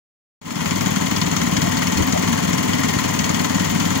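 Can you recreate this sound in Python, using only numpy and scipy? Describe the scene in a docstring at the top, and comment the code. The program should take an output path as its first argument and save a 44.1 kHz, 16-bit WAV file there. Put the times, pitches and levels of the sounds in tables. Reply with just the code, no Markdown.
"""A single-cylinder four-stroke engine at fast idle on a wood splitter fades in near a concrete wall.
Each cycle sums decaying noise bursts (piston knock, valve ticks, shroud buzz) and resonant exhaust puffs with
a wall echo, over filtered-noise rumble and whir and sinusoidal gear tones. Low noise gusts come from 0.84 s and
harder piston slaps from 1.16 s; rams rub as narrow-band noise at 1.68 and 2.17 s; the shroud's buzz is
strongest near 2.8 s, and a pulse rings the deck in a thud at 2.97 s."""
import sys
import numpy as np
from scipy import signal
from scipy.fft import rfft, irfft
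from scipy.io import wavfile
from scipy.ndimage import uniform_filter1d

SR = 44100
rng = np.random.default_rng(int(sys.argv[2]) if len(sys.argv) > 2 else 0)


def put_to_file(sound):
    """Save the sound as 16-bit audio at rate SR, in the file named by the first command-line argument."""
    columns = np.atleast_2d(sound).T  # one column per channel
    safe = np.clip(columns, -1, 1)
    whole_steps = np.round(safe * 32767)
    wavfile.write(sys.argv[1], SR, whole_steps.astype(np.int16))


N = 176400
T = np.arange(N) / SR  # time (s)
REFERENCE_FIRING_S, CYCLE_HZ, SAG_HZ_PER_S = .6142, 19.828, .0675
RISE_MS = 0.63  # onset time constant of the knocks, ticks, buzzes and slaps


def undb(db):
    """Amplitude ratio: every 20 dB is a factor of ten."""
    return 10 ** (np.asarray(db) / 20)


def level(x, db):
    """Root-mean-square normalisation to a level in dB."""
    return x * undb(db) / np.sqrt(np.mean(x ** 2))


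def noise():
    """White noise: equal mean power at all frequencies."""
    return rng.standard_normal(N)


def walk(rate):
    """Low-pass random fluctuation of unit spread: held random values, smoothed twice."""
    hold = int(SR / rate)
    steps = np.repeat(noise()[:N // hold + 1], hold)
    drift = uniform_filter1d(uniform_filter1d(steps, hold), hold)[:N]
    return drift / drift.std()


def colour(x, points):
    """Linear filtering by a spectral gain curve of (Hz, dB) points on a log-frequency axis."""
    hz, db = np.array(points).T
    f = np.maximum(np.fft.rfftfreq(N, 1 / SR), 1)
    gain = undb(np.interp(np.log(f), np.log(hz), db))
    return irfft(rfft(x) * gain, N)


def ring(x, modes):
    """Modal superposition: parallel resonators (Hz, width Hz, dB) answer one excitation."""
    out = 0
    for hz, width, db in modes:
        b, a = signal.iirpeak(hz, hz / width, fs=SR)
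        out = out + undb(db) * signal.lfilter(b, a, x)
    return out


def bump(at, length):
    """Gaussian envelope: unity at its centre, 1/e at one length (s) to either side."""
    return np.exp(-((T - at) / length) ** 2)


def cycles():
    """Phase as the integral of frequency: engine cycles from a reference firing, slowing slightly."""
    t = T - REFERENCE_FIRING_S
    return CYCLE_HZ * t - SAG_HZ_PER_S * t ** 2 / 2


def strikes(offset_ms, scatter_db, jitter_ms):
    """Quasi-periodic excitation: one impulse a cycle, uneven in strength and timing."""
    turn = cycles()
    times = np.interp(np.arange(np.ceil(turn[0]), turn[-1]), turn, T)
    chance = rng.standard_normal((len(times), 2))
    shift_ms = offset_ms + jitter_ms * chance[:, 0]
    at = ((times + shift_ms / 1000) * SR).astype(int)
    inside = (at >= 0) & (at < N)
    strength = undb(scatter_db * np.clip(chance[inside, 1], -1.5, 1.5))
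    return np.bincount(at[inside], strength, N)


def clatter(blows, scatter_db, jitter_ms):
    """Impact noise: each blow is a decaying grainy burst, partly the same on every cycle."""
    repeat_share, grain_db = .2, 2.2  # power share of the repeated burst; level spread of the fresh grain
    ms = T[:SR // 20] * 1000
    out = 0
    for offset_ms, db, decay_ms in blows:
        hits = strikes(offset_ms, scatter_db, jitter_ms)
        shape = np.exp(-ms / decay_ms) * (1 - np.exp(-ms / RISE_MS))
        grain = level(noise() * undb(grain_db * walk(1500)), 0)
        fresh = signal.fftconvolve(hits, shape)[:N] * grain
        same = signal.fftconvolve(hits, shape * noise()[:len(ms)])[:N]
        out = out + undb(db) * (np.sqrt(1 - repeat_share) * fresh + np.sqrt(repeat_share) * same)
    return out


def gusts():
    """Wind noise of partial coherence: low buffets half shared by two sides, breeze separate on each."""
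    # low buffets on the microphone: t/s, length/s, level/dB
    buffets = [(.84, 0.042, -25.5), (1.264, .04, -38.5), (1.59, 0.027, -23), (2.003, 0.031, -16.5),
               (2.15, 0.056, -36)]
    # spectrum of the wind noise: f/Hz, level/dB
    wind_colour = [(20, -30), (45, -12), (85, -1), (160, -3), (300, -7.5), (700, -28), (3000, -72)]
    breeze_db, shared = -32, 0.45  # shared: the part of the gust power common to both sides
    swell = sum(undb(db) * bump(at, length) for at, length, db in buffets)
    both, *own = (level(colour(noise(), wind_colour), 0) for _ in range(3))
    common = swell * np.sqrt(shared) * both
    return common + (swell * np.sqrt(1 - shared) + undb(breeze_db)) * np.array(own)


def whir():
    """Broadband flow noise under random amplitude modulation: the fluttering rush of fan and belt."""
    # spectrum of fan, belt and gearbox: f/Hz, level/dB
    rush_colour = [(150, -24), (400, 2.5), (620, 3.5), (780, 1), (1050, 4), (1400, 3), (1900, 1),
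                   (2400, -5.5), (3200, -3.5), (4000, -9), (5100, -7.5), (5600, -10), (6400, -1.5),
                   (7200, -2), (8300, -18), (10200, -18), (12300, -31), (13900, -19), (14800, -14),
                   (16000, -51)]
    flutter_db = 1.4
    return level(colour(noise() * undb(flutter_db * walk(250)), rush_colour), -26.5)


def diffuse():
    """Diffuse field: whir and ticking that reach one side from all over the yard."""
    # whir that fills the yard, relative to the direct whir: f/Hz, level/dB
    yard_colour = [(100, -11), (600, -9), (1200, -9), (2500, 3), (7000, 0), (15000, -8.5)]
    return colour(whir(), yard_colour) + undb(-7) * ticks()


def gear_tones():
    """Order-locked tones: sinusoids at multiples of the cycle rate, wavering in phase and level."""
    # multiples of the cycle rate [1]
    orders = [45, 48, 52, 95]
    # mean level of each tone: level/dB
    tone_db = [-40.5, -43, -41, -46]
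    out = 0
    for order, db in zip(orders, tone_db):
        phase = 2 * np.pi * order * cycles() + 0.67 * walk(14)
        out = out + level(np.sin(phase) * undb(1.75 * walk(12)), db)
    return out


def ram_rubs():
    """Friction noise in resonance: narrow-band bursts as a ram rubs in its guide."""
    # rubs: t/s, length/s, f/Hz, level at the centre/dB
    rubbing = [(1.68, .04, 680, -28.5), (2.165, 0.03, 623, -18.5)]
    out = 0
    for at, length, hz, db in rubbing:
        mode = [(hz, 130, 0)]
        scrape = ring(ring(noise(), mode), mode)
        out = out + level(scrape, db) * bump(at, length)
    return out


def thuds():
    """Modal response to a short force pulse: slack in the crank linkage thuds into the steel deck."""
    # blows on the deck: t/s, peak level/dB
    deck_blows = [(2.967, -9)]
    # deck resonances: f/Hz, width/Hz, level/dB
    deck_modes = [(110, 36, -2), (181, 44, 2)]
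    out = 0
    for at, db in deck_blows:
        blow = ring(bump(at, 0.00086), deck_modes)
        out = out + undb(db) * blow / np.abs(blow).max()
    return out


def shroud_buzz():
    """Modal radiation from thin sheet: the tin shroud buzzes once per crank turn."""
    # two buzzes of a cycle: t after firing/ms, level/dB, decay/ms
    rattles = [(-1, -0.5, 8.6), (21, -4.5, 16.4)]
    # shroud resonances: f/Hz, width/Hz, level/dB
    shroud_modes = [(1046, 70, 3), (1937, 197, 3.5), (1996, 300, -17)]
    # the buzz swells and eases: t/s, relative level/dB
    swell = [(.5, -2), (1.8, -1), (2.3, -1.5), (2.8, 1.5), (3.9, -2)]
    at, db = np.array(swell).T
    buzz = ring(clatter(rattles, scatter_db=1.5, jitter_ms=0.17), shroud_modes)
    return level(buzz * undb(np.interp(T, at, db)), -30)


def ticks():
    """Broadband impact radiation: short contacts in the valve gear make a bright tapping."""
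    # valve gear ticks of a cycle: t after firing/ms, level/dB, decay/ms
    taps = [(-12.4, 3, 4), (1.5, 0, 5.8), (11.5, -1.5, 7.1)]
    # spectrum of the tapping: f/Hz, level/dB
    tap_colour = [(1000, -46), (4000, -0.5), (5800, -25), (7100, -1.5), (8200, -4.5), (9200, -7.5),
                  (10200, -7.5), (12300, -10), (13700, -23), (14800, 7.5), (16000, -2)]
    return level(colour(clatter(taps, scatter_db=1.2, jitter_ms=.4), tap_colour), -33)


def crankcase(x):
    """Structural resonance: the cast block rings in its modes."""
    # crankcase resonances: f/Hz, width/Hz, level/dB
    case_modes = [(1163, 330, -1.5), (1706, 510, 2.5), (2160, 73, 11), (2446, 370, 1.5), (2983, 730, 1.5),
                  (4297, 176, -2), (4995, 310, -3), (5390, 470, -5.5), (6246, 1080, 1), (6660, 200, -5.5)]
    return colour(ring(x, case_modes), [(500, 1.5), (7300, 2), (8800, -11.5), (13000, -8.5)])


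def slaps():
    """Transient excitation: single hard slaps of the piston, each a short noise crack."""
    # harder slaps: t/s, relative level/dB
    cracks = [(1.1623, -15), (1.215, -12), (1.3647, -14.5), (1.5658, -12.5), (1.77, -16), (1.8695, -14.5),
              (1.9718, -15), (2.5305, -16), (2.888, -15.5), (3.1906, -14.5), (3.241, -18), (3.3448, -18.5),
              (3.4461, -18.5), (3.7998, -17)]
    decay_ms = 3.3
    shape = 0
    for at, db in cracks:
        ms = np.maximum(T - at, 0) * 1000
        shape = shape + undb(db) * np.exp(-ms / decay_ms) * (1 - np.exp(-ms / RISE_MS))
    return shape * noise()


def piston_knock():
    """Structure-borne impact sound: regular knocks and rarer slaps drive the crankcase modes."""
    # blows on the crankcase in a cycle: t after firing/ms, level/dB, decay/ms
    knocks = [(-7.5, 2, 5.8), (-0.5, -13.5, 11), (10, -9.5, 13)]
    regular = level(crankcase(clatter(knocks, scatter_db=1.0, jitter_ms=0.28)), -25.5)
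    slap = colour(crankcase(slaps()), [(1000, -11.5), (4500, 3.5), (7000, -3), (15000, -8)])
    return regular + level(slap, -34.5)


def exhaust():
    """Pulse-excited cavity resonance: gas puffs ring the muffler and echo, over turbulent rumble."""
    # gas puffs of a cycle: t after firing/ms, level/dB
    puff_table = [(-2.0, -13.5), (4, 0.5)]
    # muffler and deck resonances: f/Hz, width/Hz, level/dB
    muffler_modes = [(95.5, 15, -3), (179.4, 7.9, 1), (195, 85, -6), (242, 39.5, -5), (432, 20, -0.5),
                     (608, 70, -18)]
    # spectrum of turbulent exhaust and shaking deck: f/Hz, level/dB
    rumble_colour = [(25, -34), (45, -49), (65, -15), (100, -8.5), (170, 2), (270, 1.5), (350, -12.5),
                     (600, -9), (900, -23), (3000, -44)]
    wall_ms, wall_db = 20.2, -12  # delay and level of the concrete wall's echo
    puffs = sum(undb(db) * strikes(ms, scatter_db=0.85, jitter_ms=0.17) for ms, db in puff_table)
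    thump = ring(puffs, muffler_modes)
    thump = colour(thump, [(30, -51), (80, 0), (290, -1), (380, -12), (700, -10), (2000, -40)])
    thump = thump + undb(wall_db) * np.interp(T - wall_ms / 1000, T, thump)
    return level(thump, -22.5) + level(colour(noise(), rumble_colour), -21.5)


def yard(x):
    """Multiple scattering: direct sound plus a short decaying spray from trailer and ground."""
    # scattered sound relative to the direct: f/Hz, level/dB
    scatter = [(60, -48), (250, -22), (600, -11.5), (1200, -2.5), (2500, -0.5), (7000, -1), (15000, -1)]
    decay_s = .008
    t = T[:SR // 8]
    spray = noise()[:len(t)] * np.exp(-t / decay_s)
    scattered = colour(signal.fftconvolve(x, spray / np.linalg.norm(spray))[:N], scatter)
    # compensate for the power that scattering adds
    makeup = [(hz, -10 * np.log10(1 + undb(db) ** 2)) for hz, db in scatter]
    return colour(x + scattered, makeup)


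def scene():
    """Stereo level and time difference between the two channels: the right is equalised and leads."""
    # left relative to right: f/Hz, level/dB
    left_over_right = [(60, 6.5), (500, 2), (1000, 3), (2000, 7.5), (4300, 4), (7000, 13), (8500, 5.5),
                       (10500, -5), (12500, 1.5), (15000, 13)]
    left_lag_ms = .93
    parts = [exhaust(), piston_knock(), ticks(), shroud_buzz()]
    direct = whir() + gear_tones() + ram_rubs() + thuds()
    # each part has its own reflections on each side
    left, right = (sum(yard(x) for x in parts) + direct + diffuse() + wind for wind in gusts())
    right = colour(right, [(hz, -db) for hz, db in left_over_right])
    return np.array([left, np.roll(right, -round(left_lag_ms * SR / 1000))])


def record(dry):
    """Envelope and band limitation: a fade-in from silence, then a steep low-pass filter."""
    # fade-in: t/s, level/dB
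    fade = [(.411, -70), (.415, -21), (.445, -18), (.47, -11), (.51, -7.5), (.58, -4.5), (.68, -1.2),
            (1.7, 0)]
    at, db = np.array(fade).T
    faded = dry * undb(np.interp(T, at, db)) * (T > at[0])
    top_hz = 15750
    return signal.sosfilt(signal.ellip(10, .2, 80, top_hz, fs=SR, output="sos"), faded)


dry = scene()
out = record(dry)
put_to_file(out)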